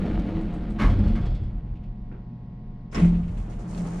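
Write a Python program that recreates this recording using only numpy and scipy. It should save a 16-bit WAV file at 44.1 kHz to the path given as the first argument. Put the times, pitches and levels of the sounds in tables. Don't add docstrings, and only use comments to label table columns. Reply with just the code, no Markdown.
import sys
import numpy as np
from scipy import signal
from scipy.fft import rfft, irfft, next_fast_len
from scipy.io import wavfile
from scipy.ndimage import map_coordinates

SR = 44100
rng = np.random.default_rng(int(sys.argv[2]) if len(sys.argv) > 2 else 0)


def transcribe(u):
    v = np.clip(np.atleast_2d(u).T, -1, 1)
    q = np.round(v * 32767).astype(np.int16)
    wavfile.write(sys.argv[1], SR, q)


N = 176400

# frequency_hz, gain_db
FRICTION_SPECTRUM = [(2000, -34), (4000, -6), (7200, -2), (9800, -6.5), (11000, -21), (14500, -32)]
# pitch_hz, width_hz, gain_db
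HANGER_MODES = [(3350, 130, 3.5), (4344, 56, 1), (4680, 70, -3.5), (5040, 130, -2.5), (7700, 130, -2.5)]
LINKAGE_MODES = [(691, 38, 2.5), (1063, 44, 3), (2035, 24, -3.5)]


def amp(db):
    return 10 ** (np.asarray(db) / 20)


def unit(x):
    return x / np.sqrt(np.mean(x ** 2) + 1e-20)


def along(points, hz):
    frequencies, values = np.transpose(points)
    return np.interp(np.log(hz + 1), np.log(frequencies + 1), values)


def envelope(points):
    return amp(np.interp(np.arange(N) / SR, *np.transpose(points)))


def wobble(rate_hz):
    knots = rng.standard_normal(int(N * rate_hz / SR) + 4)
    return map_coordinates(knots, [np.arange(N) * rate_hz / SR])


def tone(spectrum):
    return lambda hz: amp(along(spectrum, hz))


def resonances(modes):
    return lambda f: sum(amp(db) * (2j * f * width / (hz * hz - f * f + 2j * f * width)) ** 2
                         for hz, width, db in modes)


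def noise(response, size=N, grain_db=0):
    # frequency_hz, correlation
    coherence = [(320, 1), (480, 0.87), (700, 0.35), (4500, 0.58), (8000, 0.075)]
    white = rng.standard_normal((2, size))
    contacts = np.repeat(rng.standard_normal(size // 64 + 1), 64)[:size]
    hz = np.fft.rfftfreq(size, 1 / SR)
    angle = np.arccos(np.clip(along(coherence, hz), -1, 1)) / 2
    coloured = rfft(white * amp(grain_db * contacts)) * response(hz)
    mid, side = irfft(coloured * [np.cos(angle), np.sin(angle)], size)
    return unit(np.array([mid + side, mid - side]))


def add(out, start_s, sound):
    part = out[..., round(start_s * SR):][..., :sound.shape[-1]]
    part += sound[..., :part.shape[-1]]


def impacts(hits, spectrum, modes, decay, ring_db, grain_db):
    out, size = np.zeros((2, N)), SR // 2
    for start_s, level_db, attack_s, t60_scale in hits:
        wash = noise(tone(spectrum), size, grain_db)
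        ring = amp(ring_db) * noise(resonances(modes), size)
        hz, t, bands = signal.stft(unit(wash + ring), SR, nperseg=128)
        t60_s = t60_scale * along(decay, hz)[:, None]
        dying = signal.istft(bands * 1e-3 ** (t / t60_s), SR, nperseg=128)[1][:, :size]
        onset = 1 - np.exp(-np.arange(size) / SR / attack_s)
        add(out, start_s, amp(level_db) * dying * onset)
    return out


def taps(rows, attack_s):
    return [(start_s, level_db, attack_s, 1) for start_s, level_db in rows]


def wall_reflections(x, t60_s=.16, gain_db=-10, low_cut_hz=350):
    t = np.arange(SR // 4) / SR
    tail = rng.standard_normal(len(t)) * np.exp(-np.log(1000) * t / t60_s)
    high_pass = signal.butter(2, low_cut_hz, "high", fs=SR, output="sos")
    tail = signal.sosfilt(high_pass, tail / np.linalg.norm(tail))
    return x + amp(gain_db) * signal.fftconvolve(x, tail[None], axes=1)[:, :N]


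def fan(level_db=-38.5):
    # frequency_hz, gain_db
    spectrum = [(15, -18.5), (28, 8.5), (65, -5.5), (100, -15), (160, -0.5), (215, -2), (270, -16),
                (450, -25.5), (650, -31), (900, -38), (2100, -45), (4900, -56), (12000, -90)]
    return amp(level_db) * noise(tone(spectrum))


def mains_hum():
    # pitch_hz, rms_level_db
    partials = [(119.9, -43), (599.5, -71), (719.9, -66), (839.8, -70), (959.8, -71), (1079.8, -71),
                (1199.7, -83), (1919.6, -81), (2159.6, -86)]
    t = np.arange(N) / SR
    return sum(np.sqrt(2) * amp(db + wobble(3)) * np.sin(2 * np.pi * hz * t + .2 * wobble(2))
               for hz, db in partials)


def shaft_knock():
    # start_s, level_db, attack_s, t60_scale
    hits = [(2.113, -37, 0.005, 0.3)]
    # frequency_hz, gain_db
    spectrum = [(200, -7), (360, 5.5), (650, -19.5), (2300, -27.5), (9000, -76)]
    return impacts(hits, spectrum, [(1430, 220, 0)], [(1, .92)], ring_db=-19, grain_db=-4)


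def linkage_clatter():
    # start_s, level_db
    hits = [(1.752, -61), (1.83, -60.5), (3.141, -52.5), (3.228, -56), (3.278, -56.5), (3.369, -55.5),
            (3.522, -56.5)]
    # frequency_hz, gain_db
    spectrum = [(1200, -14), (2700, 1), (5000, -16), (12000, -38.5)]
    return impacts(taps(hits, .004), spectrum, LINKAGE_MODES, [(1, .17)], ring_db=-14.5, grain_db=2)


def guide_scuffs():
    # start_s, level_db
    hits = [(3.369, -59.5), (3.493, -59.5), (3.588, -59)]
    return impacts(taps(hits, .005), FRICTION_SPECTRUM, HANGER_MODES, [(1, .26)], ring_db=-17, grain_db=2)


def hangers():
    # start_s, level_db, t60_scale
    ticks = [(.057, -52, 0.078), (0.194, -45, 0.044), (3.747, -45, 0.04), (3.776, -46, 0.081)]
    # start_s, level_db
    jingle = [(.899, -48), (.987, -56), (1.038, -56), (1.076, -52), (1.12, -59.5), (1.152, -53.5),
              (1.212, -55.5), (1.256, -51), (1.301, -58.5), (1.347, -54), (1.432, -63.5)]
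    # frequency_hz, gain_db
    spectrum = [(1500, 1.5), (3600, 1.5), (7800, -10), (14000, -27.5)]
    # frequency_hz, t60_s
    decay = [(4000, 0.35), (8000, 0.073)]
    hits = [(start_s, level_db, .001, t60_scale) for start_s, level_db, t60_scale in ticks]
    ticking = impacts(hits, spectrum, HANGER_MODES, [(1, .87)], ring_db=-10, grain_db=1.5)
    return ticking + impacts(taps(jingle, .001), spectrum, HANGER_MODES, decay, ring_db=-2, grain_db=.5)


def chinks():
    # start_s, level_db
    hits = [(.403, -64.5), (.53, -61.5), (0.696, -63)]
    # pitch_hz, width_hz, gain_db
    modes = [(7900, 150, 2.5), (10600, 200, -6)]
    return impacts(taps(hits, .005), FRICTION_SPECTRUM, modes, [(1, .22)], ring_db=-1.5, grain_db=-.5)


def track_hiss():
    # time_s, level_db
    levels = [(2.89, -125), (2.93, -59), (3.04, -56), (3.13, -71.5), (3.66, -71), (3.69, -59), (4, -58)]
    return envelope(levels) * amp(1.1 * wobble(33)) * noise(tone(FRICTION_SPECTRUM), grain_db=2.5)


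def wall_rumble():
    # time_s, level_db
    levels = [(0, -27), (.3, -28), (.76, -33), (.86, -20.5), (1.35, -23), (1.6, -32), (2.1, -40),
              (2.9, -52), (3, -24.5), (3.6, -35), (4, -42.5)]
    # frequency_hz, gain_db
    spectrum = [(15, -9), (26, 1.5), (43, 11), (60, -3), (82, 3.5), (100, -4.5), (125, -2), (600, -120)]
    return envelope(levels) * noise(tone(spectrum))


def panel_booms():
    # start_s, pitch_hz, peak_db, attack_s, t60_s
    booms = [(.02, 196.4, -27.5, 0.027, 0.38), (.255, 323.1, -28, .14, 0.34),
             (.34, 166.8, -22.5, 0.046, 0.29), (.81, 165.7, -22, 0.053, 0.77),
             (0.838, 44.7, -16.5, 0.032, 0.29), (.925, 95.1, -17, 0.014, 0.93),
             (.985, 208.4, -20, 0.016, 0.74), (1.095, 222.4, -20, .018, 0.3),
             (2.95, 214, -23.5, 0.034, 0.93), (2.971, 322.4, -28, 0.0063, 0.49),
             (3.005, 172.3, -9, 0.029, 0.62)]
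    out, t = np.zeros(N), np.arange(SR) / SR
    for start_s, pitch_hz, peak_db, attack_s, t60_s in booms:
        swell = np.sin(np.pi / 2 * np.minimum(t / attack_s, 1)) ** 2
        decay = np.exp(-np.log(1000) * np.maximum(t - attack_s, 0) / t60_s)
        add(out, start_s, amp(peak_db) * swell * decay * np.sin(2 * np.pi * pitch_hz * t))
    return out


def rollers():
    # time_s, level_db
    opening_levels = [(0, -36.5), (.07, -33), (.2, -37), (.4, -38), (.5, -39.5), (.76, -42.5), (.9, -37),
                      (1.18, -39.5), (1.5, -52), (1.85, -62), (2.3, -72)]
    shutting_levels = [(2.87, -91.5), (2.96, -40.5), (3.1, -45.5), (3.25, -50.5), (3.4, -49), (3.65, -48),
                       (3.77, -43), (4, -42)]
    # frequency_hz, gain_db
    opening_spectrum = [(150, -24.5), (250, 3.5), (420, -7.5), (640, -9), (900, -16), (2100, -24),
                        (4100, -33.5), (5700, -45), (10500, -55.5), (14500, -71)]
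    shutting_spectrum = [(150, -23), (260, 2), (420, -3), (850, -7.5), (2400, -23), (4000, -32.5),
                         (9000, -54.5)]
    # pitch_hz,
    # nominal_width_hz, opening_db, shutting_db
    drone_lines = [(170.6, 10.4, 2.5, 11), (206.7, 22.7, 3.5, -1.5), (323.7, 21.8, -3, -7),
                   (511.7, 52, -13.5, -19), (708, 13, -13.5, -14.5)]
    opening, shutting = envelope(opening_levels), envelope(shutting_levels)
    out = opening * amp(wobble(30)) * noise(tone(opening_spectrum), grain_db=2.5)
    out += shutting * amp(.9 * wobble(30)) * noise(tone(shutting_spectrum), grain_db=2.5)
    for pitch_hz, nominal_width_hz, opening_db, shutting_db in drone_lines:
        drone = noise(resonances([(pitch_hz, .7 * nominal_width_hz, 0)]))
        out += (opening * amp(opening_db) + shutting * amp(shutting_db)) * drone
    return out


def latch_snap():
    # start_s, level_db, attack_s, t60_scale
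    hits = [(2.914, -59.5, .001, 2.2), (2.944, -39.5, 0.0026, 0.95), (2.951, -38.5, 0.00082, 0.6)]
    # frequency_hz, gain_db
    spectrum = [(1500, -13.5), (3200, 6.5), (4400, -9), (5400, -4), (7300, 3.5), (8800, -31.5),
                (14000, -37)]
    # pitch_hz, width_hz, gain_db
    modes = [(5380, 390, 3), (7200, 200, -1)]
    snap = impacts(hits, spectrum, modes, [(1, .1)], ring_db=1.5, grain_db=2)
    return snap * amp([[1], [-1]])


def drive_clunk():
    # start_s, level_db, attack_s, t60_scale
    hits = [(2.924, -39, 0.0019, 0.85), (2.945, -26.5, 0.003, 0.81), (2.966, -30, 0.0034, 1),
            (3.043, -34, 0.0037, 0.4)]
    # frequency_hz, gain_db
    spectrum = [(130, -23), (260, -2), (450, -10.5), (800, -18), (2100, -18.5), (4300, -37), (9800, -49.5),
                (12000, -56.5)]
    # frequency_hz, base_t60_s
    decay = [(200, 0.9), (1200, 0.19), (4000, 0.57), (12000, 0.14)]
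    return impacts(hits, spectrum, LINKAGE_MODES, decay, ring_db=-6, grain_db=2.5)


def stop_clunk():
    # start_s, level_db, attack_s, t60_scale
    hits = [(.785, -22.5, 0.014, 0.93), (.806, -26, 0.0059, 0.8), (.831, -29, 0.011, 0.66),
            (1.15, -37.5, 0.0072, 0.72)]
    # frequency_hz, gain_db
    spectrum = [(120, -15.5), (220, 5), (400, -6), (1200, -5.5), (3000, -15.5), (5500, -28), (11000, -41.5),
                (14500, -56.5)]
    # pitch_hz, width_hz, gain_db
    modes = [(1114, 67, 3.5), (1627, 94, -3.5), (2107, 95, -5)]
    # frequency_hz, base_t60_s
    decay = [(200, 1), (1200, 0.36), (12000, .42)]
    return impacts(hits, spectrum, modes, decay, ring_db=-1, grain_db=2.5)


def scene():
    background = mains_hum() + fan()
    travel = rollers() + wall_rumble() + track_hiss()
    clunks = stop_clunk() + drive_clunk() + latch_snap()
    fittings = hangers() + chinks() + guide_scuffs() + linkage_clatter()
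    return background + wall_reflections(travel + clunks + fittings) + shaft_knock() + panel_booms()


def record(dry, top_hz=14800):
    # time_s, side_gain_db
    width = [(1.05, -62.5), (1.3, -16.5), (2.0, 1.5)]
    mid = (dry[0] + dry[1]) / 2
    side = envelope(width) * (dry[0] - dry[1]) / 2
    size = next_fast_len(N + SR // 2)
    passband = np.fft.rfftfreq(size, 1 / SR) < top_hz
    return irfft(rfft(np.array([mid + side, mid - side]), size) * passband, size)[:, :N]


dry = scene()
out = record(dry)
transcribe(out)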